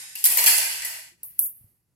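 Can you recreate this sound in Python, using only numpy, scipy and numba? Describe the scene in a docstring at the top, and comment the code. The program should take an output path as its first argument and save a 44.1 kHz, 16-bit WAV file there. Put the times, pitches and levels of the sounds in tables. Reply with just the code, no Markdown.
"""Shaken chandelier in an echoing room

A hand shakes the glass drops of a chandelier in a bare room, close to a phone, in two bouts. Ticks of glass on
glass excite damped modes of drops, dishes, arms and frame; short, narrow tones linger. Decaying noise,
convolved with these sounds, is the room; level curves make each bout dip sharply and swell again, and shaped
noise with a few dull sine bumps is the faint hum beneath."""
import sys
import numpy as np
from scipy import signal
from scipy.fft import rfft, irfft
from scipy.io import wavfile
from scipy.ndimage import uniform_filter1d, minimum_filter1d
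from numba import njit

SR = 44100
rng = np.random.default_rng(int(sys.argv[2]) if len(sys.argv) > 2 else 0)


def wrap_up_sound(samples):
    """Save the sound to the file named by the first command line argument, as 16-bit audio."""
    columns = np.atleast_2d(samples).T
    # keep every value between -1 and 1, then stretch to whole-number steps
    tamed = np.clip(columns, -1, 1)
    steps = np.round(tamed * 32767).astype(np.int16)
    wavfile.write(sys.argv[1], SR, steps)


N = 85995
LEAD_S = .3  # computed before the start, so that an earlier clink is still ringing
TOTAL = N + int(LEAD_S * SR)
PORTS_ALIKE_HZ = 636  # scale below which the two microphone ports receive nearly the same wave
MID_SIDE = np.array([[1], [-1]])  # sign of the side signal at the left and right port


def undb(db):
    """Level law: 20 dB is a factor of ten in amplitude."""
    return 10 ** (np.asarray(db) / 20)


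def curve(rows, x):
    """Linear interpolation through (x, y) rows, held constant beyond the ends."""
    return np.interp(x, *np.array(rows).T)


# Clinks of the shaken glass, relative levels: [t/s, drops level/dB, drops peak f/Hz, dishes level/dB,
# arms level/dB, arms peak f/Hz, frame level/dB, left minus right level/dB, burst length t/s,
# direct sound against room feed level/dB]
CLINKS = [(-.2, -17.5, 10000, -24, -29.5, 2160, -39.5, -1, 0.013, 2),
          (0.1538, -29, 11080, -36.5, -40, 2600, -55.5, 0, 0.0088, -6.5),
          (.175, -31.5, 10800, -35.5, -43.5, 2600, -65.5, 0.5, .03, -6),
          (0.2402, -13, 10000, -29, -37, 2900, -49, 2, 0.0029, 4.5),
          (.252, -12.5, 12800, -26, -36.5, 1970, -46.5, -1, 0.0074, 9.5),
          (.266, -23.5, 12040, -28, -33.5, 1900, -40, 4, 0.0027, -11),
          (.279, -24, 8970, -31, -59, 1970, -43.5, -3.5, 0.001, -14.5),
          (0.3014, -22.5, 12000, -29, -40, 2480, -36.5, 2, 0.0058, -7.5),
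          (0.3204, -17.5, 11260, -32, -33.5, 2440, -36.5, 2, .006, -5),
          (0.3713, -14, 13500, -27.5, -26.5, 2412, -33.5, 1, .004, -4),
          (.382, -16.5, 10000, -19.5, -23.5, 2200, -29, -0.5, .018, -7),
          (0.4393, -16.5, 12150, -25.5, -29, 2200, -31, 1.5, .008, -4),
          (0.4602, -7.5, 12000, -15.5, -20, 2680, -31, -3, .005, -2),
          (.476, -13, 11000, -21.5, -21.5, 1800, -39, 2, .012, -3.5),
          (.58, -24, 11000, -33, -40.5, 2398, -39.5, -3.5, 0.011, 1),
          (.82, -33, 10000, -33.5, -31.5, 2110, -49, 3, 0.0097, -6),
          (0.848, -24.5, 11230, -34.5, -43, 1970, -44, -2, 0.02, -4.5),
          (1.231, -24.5, 12690, -68.5, -84, 2006, -62, 1, 0.012, -4.5),
          (1.244, -30.5, 12300, -63.5, -73, 2008, -53.5, 1, .02, -4.5),
          (1.3912, -9.5, 12750, -46, -53.5, 1470, -73, -2.5, 0.0027, 7)]
TICKS_PER_CLINK, BURST_FALL_DB, TICK_SCATTER_DB = 13, -11.5, 0.5  # fall over the whole burst length


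def clinks(rows):
    """Repeated impact: a clink is a short burst of ticks, the first on time, the later ones weaker."""
    (start, drops, drop_hz, dishes, arms, arm_hz, frame,
     pan, length, direct) = np.repeat(rows, TICKS_PER_CLINK, axis=0).T
    shape = (len(rows), TICKS_PER_CLINK)
    late = (rng.random(shape) * (np.arange(TICKS_PER_CLINK) > 0)).ravel()
    scatter = TICK_SCATTER_DB * rng.standard_normal(shape).ravel()
    extra = scatter + BURST_FALL_DB * late
    return strike_glass(start + late * length, drops + extra, drop_hz, dishes + extra,
                        arms + extra, arm_hz, frame + extra, pan, direct)


# Modes of the glass drops, dishes, arms and frame: [f/Hz, relative level/dB, 60 dB decay t/s]
DROPS = [(7730, -4, 0.0094), (8980, -6, 0.041), (10390, 0, 0.029), (11500, -2, 0.014), (12430, 1, 0.026),
         (13930, -0.5, 0.018), (13500, 3, 0.0058), (14700, -3.5, 0.03), (14350, -1, .01)]
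DISHES = [(3154, -9.5, 0.023), (3395, -8, 0.033), (4002, -8, 0.026), (4290, -9, 0.054), (4803, -2.5, 0.038),
          (5307, -5.5, 0.04), (5680, -5, .03), (6305, -3.5, .03), (6710, -3, 0.031), (7170, -5.5, 0.066),
          (8000, 6.5, 0.02)]
ARMS = [(1352.5, -7.5, 0.039), (1600, -3.5, 0.039), (1900, 0.5, 0.03), (2107, -3.5, 0.035), (2353, -6, .05),
        (2600, -7, 0.1), (2875, -2.5, 0.049)]
FRAME = [(287, -18.5, 0.041), (416, -8.5, 0.032), (527, -10, 0.042), (653, -5, 0.032), (820, -5.5, 0.035),
         (934, -4, 0.038), (1108, -6.5, 0.03)]
# Dry crack of glass on glass: [f/Hz, relative level/dB, 60 dB decay t/s]
CRACK = [(1520, -8.5, 0.011), (2700, -5, .008), (3900, -1.5, 0.0068), (5100, 0.5, .006), (5900, 1.5, .006),
         (6600, 0, .006)]
CRACK_DB = -21  # against the drops
# Spread of pitch from piece to piece, standard deviation of ln f
DROP_SIZES, DISH_SIZES, ARM_SIZES, CRACK_SIZES = 0.0586, .05, 0.04, 0.026
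DROP_WIDTH_HZ, ARM_WIDTH_HZ = 3600, 716  # modes this far from the loudest pitch are 6 dB down


def strike_glass(times, drops_db, drop_hz, dish_db, arm_db, arm_hz, frame_db, pan, direct_db):
    """Modal excitation: each tick cracks and sets drops, dishes, arms and frame ringing."""
    where = (pan, direct_db)
    drops = ring(times, drops_db, *where, DROPS, DROP_SIZES, drop_hz, DROP_WIDTH_HZ)
    dishes = ring(times, dish_db, *where, DISHES, DISH_SIZES)
    crack = ring(times, drops_db + CRACK_DB, *where, CRACK, CRACK_SIZES)
    arms = ring(times, arm_db, *where, ARMS, ARM_SIZES, arm_hz, ARM_WIDTH_HZ)
    frame = ring(times, frame_db, *where, FRAME, ARM_SIZES)
    return drops + dishes + crack + arms + frame


# Balance of the two microphone ports: [f/Hz, left minus right level/dB]
PORT_BALANCE = [(500, 0), (1400, 1.5), (2800, 0.5), (5600, 0), (9500, -2.5), (11500, -1), (14000, 4.5)]
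MODE_SCATTER_DB, SWELL_CYCLES = 1.5, 1


def ring(times, db, pan, direct_db, modes, sizes, peak_hz=0, width_hz=np.inf):
    """Modal superposition: each tick draws new pitch, strength and phase, partly unlike at the two ports."""
    at = ((times + LEAD_S) * SR).astype(np.int64)
    out = np.zeros((2, 2, TOTAL))  # port, path (direct or room feed), sample
    for hz, mode_db, t60 in modes:
        # rows: strength left, strength right, common phase, phase between ports, pitch
        chance = rng.standard_normal((len(at), 5)).T
        pitch = np.minimum(hz * np.exp(sizes * chance[4]), .45 * SR)
        tilt = -6 * ((pitch - peak_hz) / width_hz) ** 2
        balance = pan + curve(PORT_BALANCE, pitch)
        for port, side in enumerate((.5, -.5)):
            level = db + mode_db + tilt + side * balance + MODE_SCATTER_DB * chance[port]
            phase = 2 * np.pi * chance[2] + port * hz / PORTS_ALIKE_HZ * chance[3]
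            size = undb(level) * np.exp(1j * phase)
            add_modes(out[port], at, pitch, size, undb(direct_db), 1. * t60, 1. * SWELL_CYCLES)
    return out / np.sqrt(len(modes))


@njit
def add_modes(out, at, hz, size, direct, t60, swell):
    """Damped oscillation: swelling, decaying sines go straight to the phone (row 0) and into the room (row 1)."""
    for k in range(len(at)):
        turn = np.exp(2j * np.pi * hz[k] / SR - np.log(1000) / (t60 * SR))
        settle = np.exp(-hz[k] / (swell * SR))
        z, rest = size[k], 1.
        for i in range(at[k], min(at[k] + int(.7 * t60 * SR), out.shape[1])):  # to 42 dB down
            v = z.imag * (1 - rest) * (1 - rest)
            out[0, i] += v * direct[k]
            out[1, i] += v
            z, rest = z * turn, rest * settle


# Short, narrow tones that linger after the clinks: [t/s, f/Hz, relative level/dB, 60 dB decay t/s]
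LINGERING_TONES = [(.154, 2610, -39, 0.06), (.16, 2765, -40, 0.071), (.156, 4840, -46.5, 0.18),
                   (.241, 4861, -29, 0.043), (.241, 3090, -23, 0.033), (.243, 5739, -32.5, 0.097),
                   (.252, 7620, -33, 0.16), (.258, 1900, -29.5, 0.032), (.315, 2500, -33, .08),
                   (.372, 6925, -25.5, .1), (.376, 5300, -30, 0.042), (.385, 2200, -27.5, 0.052),
                   (.385, 4230, -28.5, 0.15), (.39, 4872, -31.5, .08), (.461, 2804, -26, .12),
                   (.461, 6460, -25.5, 0.082), (.462, 4250, -27.5, 0.14), (.462, 7450, -27.5, 0.34),
                   (.465, 2413, -29, 0.24), (.465, 5320, -26, .3), (.47, 4776, -32, .3),
                   (.47, 3193, -28, 0.1), (.474, 1680, -24.5, 0.082), (.476, 1522, -30.5, .12),
                   (.52, 2030, -32, 0.29), (.58, 6330, -33.5, .1), (.241, 9862, -16, .1),
                   (.252, 12130, -20.5, .06), (.372, 13820, -23, .1), (.47, 10870, -25.5, .15),
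                   (.47, 10928, -20, .15), (.465, 13380, -21, .12), (.53, 4540, -33, .15),
                   (.58, 10988, -26.5, .15), (.6, 3540, -36.5, .15), (.6, 7890, -35.5, .15),
                   (.66, 1600, -37.5, .12), (.7, 4448, -39.5, .15), (.7, 2920, -39, .15),
                   (.82, 2013, -45.5, .15), (.85, 9970, -36.5, .2), (1.4, 8780, -50.5, .2),
                   (1.45, 8160, -52, 0.28), (1.46, 7160, -54, .2), (1.4, 5410, -58, .2),
                   (1.4, 6874, -53, .25), (1.4, 7187, -49, .2), (1.4, 6170, -53, .15),
                   (1.4, 7900, -44, 0.28), (1.41, 4180, -63, 0.17), (1.43, 6550, -56.5, .2)]
TONE_DIRECT_DB, TONE_ROOM_DB = -2.5, -6.5
PAIR_HZ, PAIR_DB = 27.2, -4.5  # spacing and relative level of the upper twin tone


def lingering_tones(rows):
    """Beating: each tone is a close pair, the upper one weaker."""
    direct = np.array([TONE_DIRECT_DB - TONE_ROOM_DB])
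    out = 0
    for s, hz, db, t60 in rows:
        pair = [(hz, 0, t60), (hz + PAIR_HZ, PAIR_DB, t60)]
        out = out + ring(np.array([s]), db + TONE_ROOM_DB, 0, direct, pair, 0)
    return out


# Small rattle of the swinging drops: [t/s, relative level/dB]
RATTLE = [(.23, -52), (.25, -33.5), (.35, -38), (.45, -34), (.55, -35.5), (.65, -58.5), (.78, -55.5)]
RATTLE_TICKS, RATTLE_SCATTER_DB = 110, 4.5
RATTLE_DISH_DB, RATTLE_ARM_DB, RATTLE_FRAME_DB = -8, -8, -23.5  # against the drops
RATTLE_HZ, RATTLE_ARM_HZ = 11200, 2200  # loudest pitch of the drops and of the arms


def rattle():
    """Random impacts: small ticks at uniformly drawn moments while the drops swing."""
    start, end = RATTLE[0][0], RATTLE[-1][0]
    times = start + rng.random(RATTLE_TICKS) * (end - start)
    db = curve(RATTLE, times) + RATTLE_SCATTER_DB * np.minimum(rng.exponential(size=len(times)), 2)
    centred = 0 * times
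    return strike_glass(times, db, RATTLE_HZ, db + RATTLE_DISH_DB, db + RATTLE_ARM_DB,
                        RATTLE_ARM_HZ, db + RATTLE_FRAME_DB, centred, centred)


# Reverberation of the room by band: [f/Hz, 60 dB decay t/s, relative level/dB]
ROOM = [(360, 1, -18.5), (770, 1.09, -6), (1600, 1.255, -10), (3400, 1.305, -10), (6200, 1.267, -12),
        (10000, 0.92, -9.5), (13990, 0.66, -13)]
ROOM_DELAY_S, ROOM_BUILD_S = .004, 0.004


def room_response():
    """Diffuse reverberation: band noise builds up and decays, alike at both ports only in the bass."""
    t = np.arange(int(1.6 * SR)) / SR
    f = np.fft.rfftfreq(len(t), 1 / SR) + 1  # 1 Hz added, so that the logarithm exists
    centres = np.log(np.array(ROOM)[:, 0])
    mid, side = rfft(rng.standard_normal((2, len(t))))
    apart = np.minimum(f / (2 * PORTS_ALIKE_HZ), 1)
    spectrum = (mid + apart * side * MID_SIDE) / np.sqrt(1 + apart ** 2)
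    late = np.maximum(t - ROOM_DELAY_S, 0)
    out = 0
    for k, (hz, t60, db) in enumerate(ROOM):
        share = np.interp(np.log(f), centres, np.arange(len(ROOM)) == k)  # overlapping triangles
        out = out + irfft(spectrum * share, len(t)) * undb(db - 60 * late / t60)
    return out * (1 - np.exp(-late / ROOM_BUILD_S)) / np.sqrt(SR / 100)


# Spectrum of the hum: [f/Hz, relative level/dB]
HUM = [(18, -63), (30, -21.5), (102, -9), (125, -10), (612, -32), (735, -31), (3230, -43), (11000, -35),
       (15000, -45)]
# Course of the hum: [t/s, level/dB]
HUM_LEVEL = [(0.0, -68.5), (0.222, -74.5), (0.476, -62.5), (0.516, -70.5), (0.786, -70), (0.922, -71),
             (1.324, -71), (1.406, -67.5), (1.542, -72), (1.65, -71), (1.672, -69.5), (1.83, -78.5),
             (1.922, -74.5), (1.95, -76)]
HUM_SIDE_DB = -8  # part that differs between the ports
# Dull bumps: [t/s, level/dB, f/Hz, 60 dB decay t/s]
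BUMPS = [(.3, -62, 30, .15), (.74, -66, 55, 0.21), (.8, -58, 48, .2), (1.12, -64.5, 350, .15),
         (.459, -54.5, 40, 0.065), (0.461, -56.5, 220.4, 0.028), (1.611, -52, 109, 0.1),
         (1.643, -46.5, 102, 0.098)]


def hum(t):
    """Filtered noise: a faint low rumble, much alike at both ports, with damped sines as bumps."""
    f = np.fft.rfftfreq(N, 1 / SR) + 1
    hum_hz, hum_db = np.array(HUM).T
    shape = undb(np.interp(np.log(f), np.log(hum_hz), hum_db))
    mid, side = irfft(rfft(rng.standard_normal((2, N))) * shape, N)
    noise = (mid + undb(HUM_SIDE_DB) * side * MID_SIDE) / mid.std()
    out = noise * undb(curve(HUM_LEVEL, t))
    for s, db, hz, t60 in BUMPS:
        age = np.maximum(t - s, 0)
        out = out + undb(db - 60 * age / t60) * np.sin(2 * np.pi * hz * age)
    return out


def hear(sound, room):
    """Linear superposition: direct sound plus the room feed convolved with the room response."""
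    reverberant = signal.fftconvolve(room, sound[:, 1], axes=1)[:, :TOTAL]
    return (sound[:, 0] + reverberant)[:, TOTAL - N:]


# Level curves of the first and the second bout with its room sound: [t/s, gain level/dB]
FADE_FIRST = [(.98, 9), (1.08, 3.5), (1.13, -4), (1.17, -14), (1.3, -3.5), (1.95, 1.5)]
FADE_SECOND = [(1.26, 4.5), (1.3, 1), (1.36, -3.5), (1.38, -8), (1.389, 17), (1.398, 0), (1.41, 5.5),
               (1.46, 7.5), (1.53, -8.5), (1.64, -12), (1.95, -23.5)]
PAUSE_S = 1.2  # divides the two bouts
SECOND_RING_HZ, SECOND_LOW_DB = 9300, -11.5  # the room ring of the second bout is weak under this pitch


def scene():
    """Superposition of sources: two bouts, each under its level curve, over the hum."""
    t = np.arange(N) / SR

    def early(rows):
        return [row for row in rows if row[0] < PAUSE_S]

    def late(rows):
        return [row for row in rows if row[0] > PAUSE_S]

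    response = room_response()
    highpass = signal.butter(3, SECOND_RING_HZ, "high", fs=SR, output="sos")
    bright_response = signal.sosfilt(highpass, response) + undb(SECOND_LOW_DB) * response
    first = hear(clinks(early(CLINKS)) + lingering_tones(early(LINGERING_TONES)) + rattle(), response)
    second = hear(clinks(late(CLINKS)) + lingering_tones(late(LINGERING_TONES)), bright_response)
    return first * undb(curve(FADE_FIRST, t)) + second * undb(curve(FADE_SECOND, t)) + hum(t)


LIMIT, LIMIT_S, TOP_HZ = .86, .002, 15900


def record(dry):
    """Peak limiting and low-pass filtering: the phone ducks both channels around peaks and cuts the top."""
    k = int(LIMIT_S * SR)
    gain = LIMIT / np.maximum(np.abs(dry).max(axis=0), LIMIT)
    smooth_gain = uniform_filter1d(minimum_filter1d(gain, 2 * k + 1), k)
    lowpass = signal.ellip(10, .2, 65, TOP_HZ, fs=SR, output="sos")
    return signal.sosfilt(lowpass, dry * smooth_gain)


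dry = scene()
out = record(dry)
wrap_up_sound(out)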